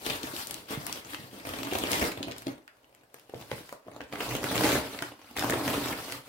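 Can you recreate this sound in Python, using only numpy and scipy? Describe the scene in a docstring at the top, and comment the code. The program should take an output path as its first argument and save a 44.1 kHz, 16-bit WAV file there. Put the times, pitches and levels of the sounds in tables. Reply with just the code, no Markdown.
"""A tiled living room: a stiff paper bag is lifted, carried past, set down and rummaged close to a phone.
Creases snap and crackle (short noise bursts), sheets rub and hiss (shaped noise), and the walls
of the bag flex and boom (resonances) or pop (short swings). The room answers with fading noise echoes.
The bag starts at the left of the two microphone ports and ends in front of them; a quiet hush lies below."""
import sys
import numpy as np
from scipy import signal
from scipy.fft import rfft, irfft, next_fast_len
from scipy.io import wavfile
from scipy.ndimage import uniform_filter1d, map_coordinates

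SR = 44100
rng = np.random.default_rng(int(sys.argv[2]) if len(sys.argv) > 2 else 0)


def file_out(sig):
    """Save sig as 16-bit WAV at sys.argv[1]."""
    # one column per channel
    cols = np.atleast_2d(sig).T
    # limit, then scale
    lim = np.clip(cols, -1, 1)
    pcm = np.round(lim * 32767).astype(np.int16)
    wavfile.write(sys.argv[1], SR, pcm)


N = 277276


def amp(db):
    """Turn decibels into a plain multiplier."""
    return 10 ** (np.asarray(db) / 20)


def unit(x):
    """Scale a signal to an average (RMS) strength of one."""
    return x / np.sqrt(np.mean(x ** 2) + 1e-20)


def along(points, hz):
    """Read a curve of (f/Hz, value) points, joined by lines on a logarithmic pitch axis."""
    f, v = np.transpose(points)
    return np.interp(np.log(hz + 1), np.log(f + 1), v)


def curves(rows):
    """Give one value per sample for each column after the time."""
    s, *columns = np.transpose(rows)
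    return [np.interp(np.arange(N) / SR, s, column) for column in columns]


def wobble(rate):
    """Draw a smooth random curve with `rate` random points a second."""
    knots = rng.standard_normal(int(N * rate / SR) + 4)
    return map_coordinates(knots, [np.arange(N) * rate / SR])


def filtered(x, response):
    """Multiply the spectrum of x by a response that depends on frequency."""
    m = next_fast_len(N + SR // 2)  # spare room at the end for ringing
    return irfft(rfft(x, m) * response(np.fft.rfftfreq(m, 1 / SR)), m)[..., :N]


def peak(f, hz, width):
    """One resonance: it passes sound near its own pitch and rings on afterwards."""
    return 1j * f * width / (hz * hz - f * f + 1j * f * width)


def diffuse(pair):
    """Mix two unrelated signals so they are alike in the bass, as at two ports close together."""
    # likeness of left and right: f/Hz, correlation (1 = the same, 0 = unrelated)
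    likeness = [(60, 0.77), (290, 0.86), (640, 0.39), (1400, 0), (3000, 0)]

    def turn(f):
        return np.arccos(np.clip(along(likeness, f), -1, 1)) / 2

    mid, side = filtered(pair, lambda f: np.array([np.cos(turn(f)), np.sin(turn(f))]))
    return np.array([mid + side, mid - side])


def rustle():
    """Rubbing sheets hiss, small creases crackle, and every crease that gives also jolts the walls."""
    # colour of the rubbing: f/Hz, level/dB
    rub_colour = [(1500, -0.5), (3200, -2.5), (4500, 0.5), (6500, -6), (8500, -3), (12000, -1),
                  (16000, -4.5)]
    # colour of the small creases: f/Hz, level/dB
    crumple_colour = [(300, -29), (700, -8.5), (1100, -1), (2000, -2.5), (3300, -4.5), (5000, -12),
                      (9000, -15)]
    # colour of the push on the walls, before the bag's resonances: f/Hz, level/dB
    flex_colour = [(25, -46), (45, 4), (110, -5), (300, -3), (700, -5.5), (1200, -14.5), (3000, -37)]
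    rub_db, flex_db = effort()
    # creasing lies between rubbing and bending; this is its level relative to rubbing
    crumple_db = 0.52 * (flex_db - rub_db) - 1

    def fine(f):
        """Share of rubbing power given to the smallest wrinkles, which tick highest."""
        return 1 / (1 + (7500 / (f + 1)) ** 6)

    # ticks, scuffs and creases each break out at their own moments
    ticks = crackle(rub_db, share=0.0038, spread_db=0.5, life_s=0.00089, bed_db=9.0)
    scuffs = crackle(rub_db, share=0.0035, spread_db=7.5, life_s=0.0022, bed_db=12.0)
    creases = crackle(rub_db, share=0.003, spread_db=6.0, life_s=0.0016, bed_db=0.0)

    high_rub = filtered(ticks, lambda f: amp(along(rub_colour, f)) * fine(f) ** 0.5)
    patchy_scuffs = patchy(scuffs, depth_db=2.5)
    low_rub = filtered(patchy_scuffs, lambda f: amp(along(rub_colour, f)) * (1 - fine(f)) ** 0.5)
    patchy_creases = patchy(creases, depth_db=4.0)
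    crumple = filtered(patchy_creases, lambda f: amp(along(crumple_colour, f)))
    flex = filtered(creases, lambda f: amp(along(flex_colour, f)) * boomy(f, broad_db=-3.5))

    paper = unit(high_rub + low_rub) + amp(crumple_db) * unit(crumple)
    return amp(rub_db - 0.5) * paper + amp(flex_db - 3.5) * unit(flex)


def effort():
    """Levels of rubbing and bending: overlapping hand strokes of rise, hold and release add their power."""
    # moves of the hand: t/s, rise/s, hold/s, relative rubbing level/dB, relative bending level/dB
    # (at t the stroke is still rise_db below its top)
    strokes = [(0.023, 0.044, 0.099, -40.5, -37), (0.218, 0.015, 0.042, -46, -39),
               (0.29, 0.091, 0.04, -38.5, -60), (0.462, .01, 0.13, -49, -45.5),
               (0.694, 0.015, 0.024, -39.5, -36.5), (0.783, 0.024, 0.073, -48.5, -42),
               (0.852, 0.0059, 0.13, -47, -44), (1.035, 0.022, 0.027, -55.5, -48.5),
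               (1.081, 0.018, 0.048, -46.5, -46.5), (1.163, 0.034, .08, -53.5, -48.5),
               (1.315, 0.024, 0.063, -52.5, -44), (1.448, 0.018, 0.4, -46, -38.5),
               (1.692, 0.035, .18, -44, -33.5), (1.892, 0.017, 0.16, -35, -31.5),
               (2.166, 0.024, 0.045, -61, -37), (2.259, .02, 0.036, -58.5, -40.5),
               (2.36, 0.017, 0.05, -55, -53), (2.46, 0.0052, 0.036, -57, -42), (2.768, .02, .28, -93, -65),
               (3.132, 0.0081, 0.088, -64, -64), (3.326, 0.057, 0.14, -56.5, -50.5),
               (3.5, 0.013, 0.077, -49, -51), (3.618, .01, 0.11, -56, -60), (3.861, .015, 0.028, -74, -47),
               (3.92, .02, 0.071, -70, -46), (4.113, 0.014, 0.11, -58, -41),
               (4.192, 0.031, 0.026, -40, -35), (4.281, .03, 0.044, -42.5, -33),
               (4.42, 0.011, 0.052, -43.5, -35), (4.521, 0.13, 0.12, -32, -25),
               (4.838, 0.0093, 0.13, -46.5, -42), (5.002, 0.0089, 0.066, -48.5, -45.5),
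               (5.172, 0.092, 0.065, -57.5, -55), (5.363, 0.0074, 0.12, -40.5, -36),
               (5.455, 0.038, 0.1, -43.5, -25.5), (5.602, 0.076, 0.24, -38.5, -31),
               (5.955, 0.029, 0.16, -44, -43.5), (6.107, 0.014, 0.035, -45.5, -44.5),
               (6.24, .03, .05, -54, -53.5)]
    # the paper settling between strokes: relative rubbing level/dB, relative bending level/dB
    rest_db = [-72.5, -68.5]
    rise_db, sag_db_per_s, release_db_per_s = 8.5, 10.5, 224  # swells, tires while held, lets go
    t = np.arange(0, N / SR + 0.001, 0.001)  # in steps of 1 ms
    s, rise, hold, *levels_db = np.transpose(strokes)
    held = t[:, None] - s - rise  # seconds since the top of each stroke
    sag_db = sag_db_per_s * np.clip(held, 0, hold)
    release_db = release_db_per_s * np.maximum(held - hold, 0)
    shape_db = np.where(held < 0, rise_db * held / (rise + 1 / SR), -(sag_db + release_db))
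    # doubling the decibels turns amplitude into power
    power = amp(2 * shape_db) @ amp(2 * np.transpose(levels_db)) + amp(2 * np.array(rest_db))
    return curves(np.column_stack([t, 10 * np.log10(power)]))


def crackle(effort_db, share, spread_db, life_s, bed_db):
    """Two noises share short bursts of uneven size over a smooth bed; harder work crowds the bursts."""
    chance, size = rng.random(N), rng.exponential(size=N)
    crowding = share * amp(0.17 * (effort_db + 47.5) + 3.3 * wobble(14))  # chance of a burst per sample
    burst_size = amp(np.minimum(spread_db * size, 20))
    starts = (chance < crowding) * burst_size / np.sqrt(crowding)
    # the energy of each burst fades to about a third in life_s
    energy = signal.lfilter([1], [1, -np.exp(-1 / (life_s * SR))], starts ** 2)
    return (unit(energy ** 0.5) + amp(bed_db)) * rng.standard_normal((2, N))


def patchy(x, depth_db):
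    """Each fold of paper has its own colour: random gain in patches of pitch and time."""
    z = signal.stft(x, nperseg=256)[2]
    field = uniform_filter1d(rng.standard_normal(z.shape[1:]), size=6, axis=0)
    field = uniform_filter1d(field, size=7, axis=1)
    return signal.istft(z * amp(depth_db * unit(field)), nperseg=256)[1][:, :N]


def boomy(f, broad_db):
    """The hollow bag: air and walls resonate at a few pitches over a broad low response."""
    # resonances of air and walls: f/Hz, width/Hz, level/dB
    resonances = [(124.7, 10.6, 5), (285.6, 39, 3), (437, 17, -2.5), (580, 85, -10), (870, 140, -15)]
    modes = sum(amp(db) * peak(f, hz, width) for hz, width, db in resonances)
    return modes + amp(broad_db) * peak(f, 323, 1330)


def snaps():
    """Each single crease giving way makes a short pitched crack and a spit of treble."""
    # creases: t/s, relative level/dB, treble over the crack/dB, pitch of the crack f/Hz
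    crease_list = [(0.0635, -20, 0, 3020), (0.0995, -20.5, -13, 3120), (0.1575, -28.5, -16, 3080),
                   (0.2313, -23.5, -26, 3830), (0.3642, -23, -18, 3460), (0.4706, -25.5, -1, 6680),
                   (0.5094, -25.5, 6.5, 3350), (0.5424, -26.5, 5, 3700), (0.709, -33, -4, 1900),
                   (0.8664, -27, 9, 1580), (0.9264, -19, -4, 4330), (1.1452, -21, -28, 2030),
                   (1.5858, -31, -23, 3250), (1.631, -24.5, -28, 2900), (1.734, -22.5, -4, 1960),
                   (1.786, -22.5, 2.5, 3300), (1.8713, -23, -20, 3200), (1.9168, -16.5, 5, 5140),
                   (1.9313, -13, -15, 2750), (2.2286, -20.5, -17, 3120), (2.3122, -28.5, -25, 3280),
                   (2.3194, -28, -25, 2570), (2.382, -32, 5, 3900), (2.4206, -36.5, 4, 1400),
                   (2.4682, -27, -23, 3070), (2.6779, -35, -12.5, 1650), (2.8434, -48, -19, 2630),
                   (2.9486, -49, 6, 1850), (3.143, -40, 8, 1620), (3.1963, -43.5, 3, 2390),
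                   (3.2958, -42, -2, 2170), (3.343, -34.5, -17, 1640), (3.5145, -24, -15, 1870),
                   (3.5798, -35, -22, 1570), (3.6915, -34, -3, 1450), (3.726, -32.5, 1.5, 1400),
                   (4.0061, -27.5, -35, 1370), (4.0143, -33.5, -25, 2200), (4.1254, -26.5, -22, 2130),
                   (4.156, -23.5, -28, 1500), (4.2074, -20.5, -22, 1680), (4.3655, -27.5, 6, 2400),
                   (4.4404, -19.5, -2.5, 1560), (4.578, -16, -19, 2860), (4.65, -21, -3, 2400),
                   (4.719, -16, -25, 2260), (4.989, -23.5, -20, 2460), (5.023, -21.5, 0, 1480),
                   (5.3664, -24, -2, 2180), (5.3735, -23, -6, 3160), (5.3937, -18.5, 2, 3130),
                   (5.424, -17, -21, 1360), (5.4974, -25.5, 6, 1800), (5.506, -20.5, -2, 6500),
                   (5.5229, -16.5, -18, 1460), (6.122, -22.5, -1, 2880)]
    size = 1024  # samples per snap
    t, f = np.arange(size) / SR, np.fft.rfftfreq(size, 1 / SR)
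    # first row the crack, second the treble: both fade by 60 dB in the first time given
    fade = amp(-60 * t / [[0.009], [0.006]])
    onset = 1 - np.exp(-t / [[0.0015], [0.0002]])
    cracks = np.zeros((2, N + size))
    for s, db, treble_db, hz in crease_list:
        noise = rng.standard_normal((2, 2, size)) * fade * onset  # port, part, time
        colour = [peak(f, hz, 1.16 * hz) ** 2, peak(f, 9200, 14000) ** 2]
        burst = irfft(rfft(noise) * colour, size)
        burst = burst / np.abs(burst).max(axis=2, keepdims=True)
        snap = burst[:, 0] + amp(treble_db) * burst[:, 1]
        cracks[:, round(s * SR):][:, :size] += amp(db - 1.0) * snap
    return cracks[:, :N]


def thumps():
    """A popping wall swings for a few cycles; its puff of air sets the hollow bag ringing."""
    # a wall pops in or out: t/s, relative level/dB, pitch f/Hz
    pops = [(0.065, -28.5, 373), (0.238, -27.5, 302), (0.336, -30, 303), (0.707, -27.5, 277),
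            (0.774, -28, 140), (1.19, -40, 126), (1.235, -40, 124), (1.331, -37.5, 273), (1.619, -33, 316),
            (1.724, -21, 398), (1.993, -29, 310), (2.206, -28, 286), (2.27, -36, 278), (2.304, -35, 294),
            (2.468, -23, 317), (3.143, -41, 484), (3.35, -37, 124), (3.525, -31.5, 125), (3.867, -37, 422),
            (3.295, -38.5, 467), (3.338, -26, 480), (3.5158, -21.5, 510), (3.607, -38, 286),
            (3.726, -29.5, 600), (3.883, -29.5, 596), (4.005, -29.5, 690), (4.125, -33, 640),
            (4.44, -27, 383), (4.754, -17.5, 450), (5.02, -28.5, 303), (5.365, -29, 800), (5.421, -29, 270),
            (5.779, -22.5, 262)]
    swings, puffs = np.zeros(N + SR), np.zeros(N + SR)
    t = np.arange(SR // 10) / SR
    for s, db, hz in pops:
        cycles = hz * t
        swell = np.exp(-cycles / 1.15) * (1 - np.exp(-cycles / 0.36))
        # a flat sheet also swings at a higher, unrelated pitch
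        higher = np.sin(2 * np.pi * rng.uniform(1.276, 1.916) * cycles)
        modes = np.sin(2 * np.pi * cycles) + 0.44 * higher
        start = round(s * SR)
        swings[start:][:len(t)] += amp(db + 5.0) * swell * modes
        puffs[start:][:len(t)] += amp(db + 10.0) * cycles * np.exp(-cycles / 0.2)
    return swings[:N] + filtered(puffs[:N], lambda f: boomy(f, broad_db=-17))


def ports(x):
    """The nearer port hears the bag earlier; the phone's body shades the treble of the other."""
    # where the bag is: t/s, lead of the left port/ms, treble left over right/dB
    place = [(0, 0.28, 7.5), (2, 0.3, 5.5), (2.8, 0.34, 5.5), (3.3, 0.11, 5), (3.8, 0.18, 1.5),
             (4.3, -0.021, 1.5), (5.3, 0.0081, 3.5), (6.3, 0.063, 2.5)]
    # the bag is wide: f/Hz, amplitude share of the sound that differs between ports (0 to 1)
    width_share = [(500, 0), (1500, 0.52), (4000, 0.7), (12000, 0.8)]
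    lead_ms, shade_db = curves(place)

    def split(f):
        share = np.clip(along(width_share, f), 0, 1)
        return np.sqrt([1 - share ** 2, share ** 2])

    common, differing = filtered(x, split)
    heard = []
    for side in (0.5, -0.5):  # left, right: half of each difference
        sound = common + np.sign(side) * differing
        low = filtered(sound, lambda f: 1 / (1 + (f / 2500) ** 2))
        shaded = low * amp(side * -1.5) + (sound - low) * amp(side * shade_db)
        moments = np.arange(N) + side * lead_ms * SR / 1000
        heard.append(map_coordinates(shaded, [moments], order=5))
    return np.array(heard)


def room(x):
    """Each frequency of the echo, a tail of noise, dies at its own speed."""
    # echo of the room: f/Hz, time to fade by 60 dB/s
    fade_times = [(120, 0.27), (500, 0.31), (2000, 0.29), (6000, 0.22), (14000, 0.085)]
    # a fresh random echo tail every 2000 samples keeps the echo from ringing at fixed pitches
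    wet, step = np.zeros((2, N + 2 * SR)), 2000
    for at in range(0, N, step):
        hz, t, z = signal.stft(rng.standard_normal((2, SR // 4)), SR, nperseg=256)
        fade = amp(-60 * t / along(fade_times, hz)[:, None])
        tail = signal.istft(z * fade, SR, nperseg=256)[1]
        tail = tail / np.linalg.norm(tail[0])
        answer = signal.fftconvolve(x[None, at:at + step], tail, axes=1)
        wet[:, at + SR // 300:][:, :answer.shape[1]] += answer  # echoes start 1/300 s late
    return diffuse(wet[:, :N])


def air():
    """The steady hush of the room and the microphones: noise with a fixed colour."""
    # colour of the hush: f/Hz, level/dB
    hush_colour = [(18, -39), (30, 10), (124, -22), (174, -13), (295, -4), (600, 1.5), (1070, -4),
                   (8300, -46), (16000, -26)]
    hush = filtered(rng.standard_normal((2, N)), lambda f: amp(along(hush_colour, f)))
    return amp(-67.5) * unit(diffuse(hush))


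def scene():
    """Add the bag as heard directly, its echo in the room, and the hush."""
    rustling, snapping = rustle() + thumps(), snaps()
    direct = ports(rustling + snapping)
    # snaps and the other sounds each have their own echo level
    echo = room(amp(-6) * rustling[0] + amp(-5.5) * snapping[0])
    return direct + echo + air()


def record(dry):
    """Cut the deepest bass; step the treble down steeply at 15.8 kHz and stop it at 16.8 kHz."""
    roll_hz, top_hz = 15800, 16800

    def response(f):
        bass_cut = (1j * f / (38 + 1j * f)) ** 3
        return bass_cut * np.where(f < roll_hz, 1, amp(-39)) * (f < top_hz)

    return filtered(dry, response)


dry = scene()
out = record(dry)
file_out(out)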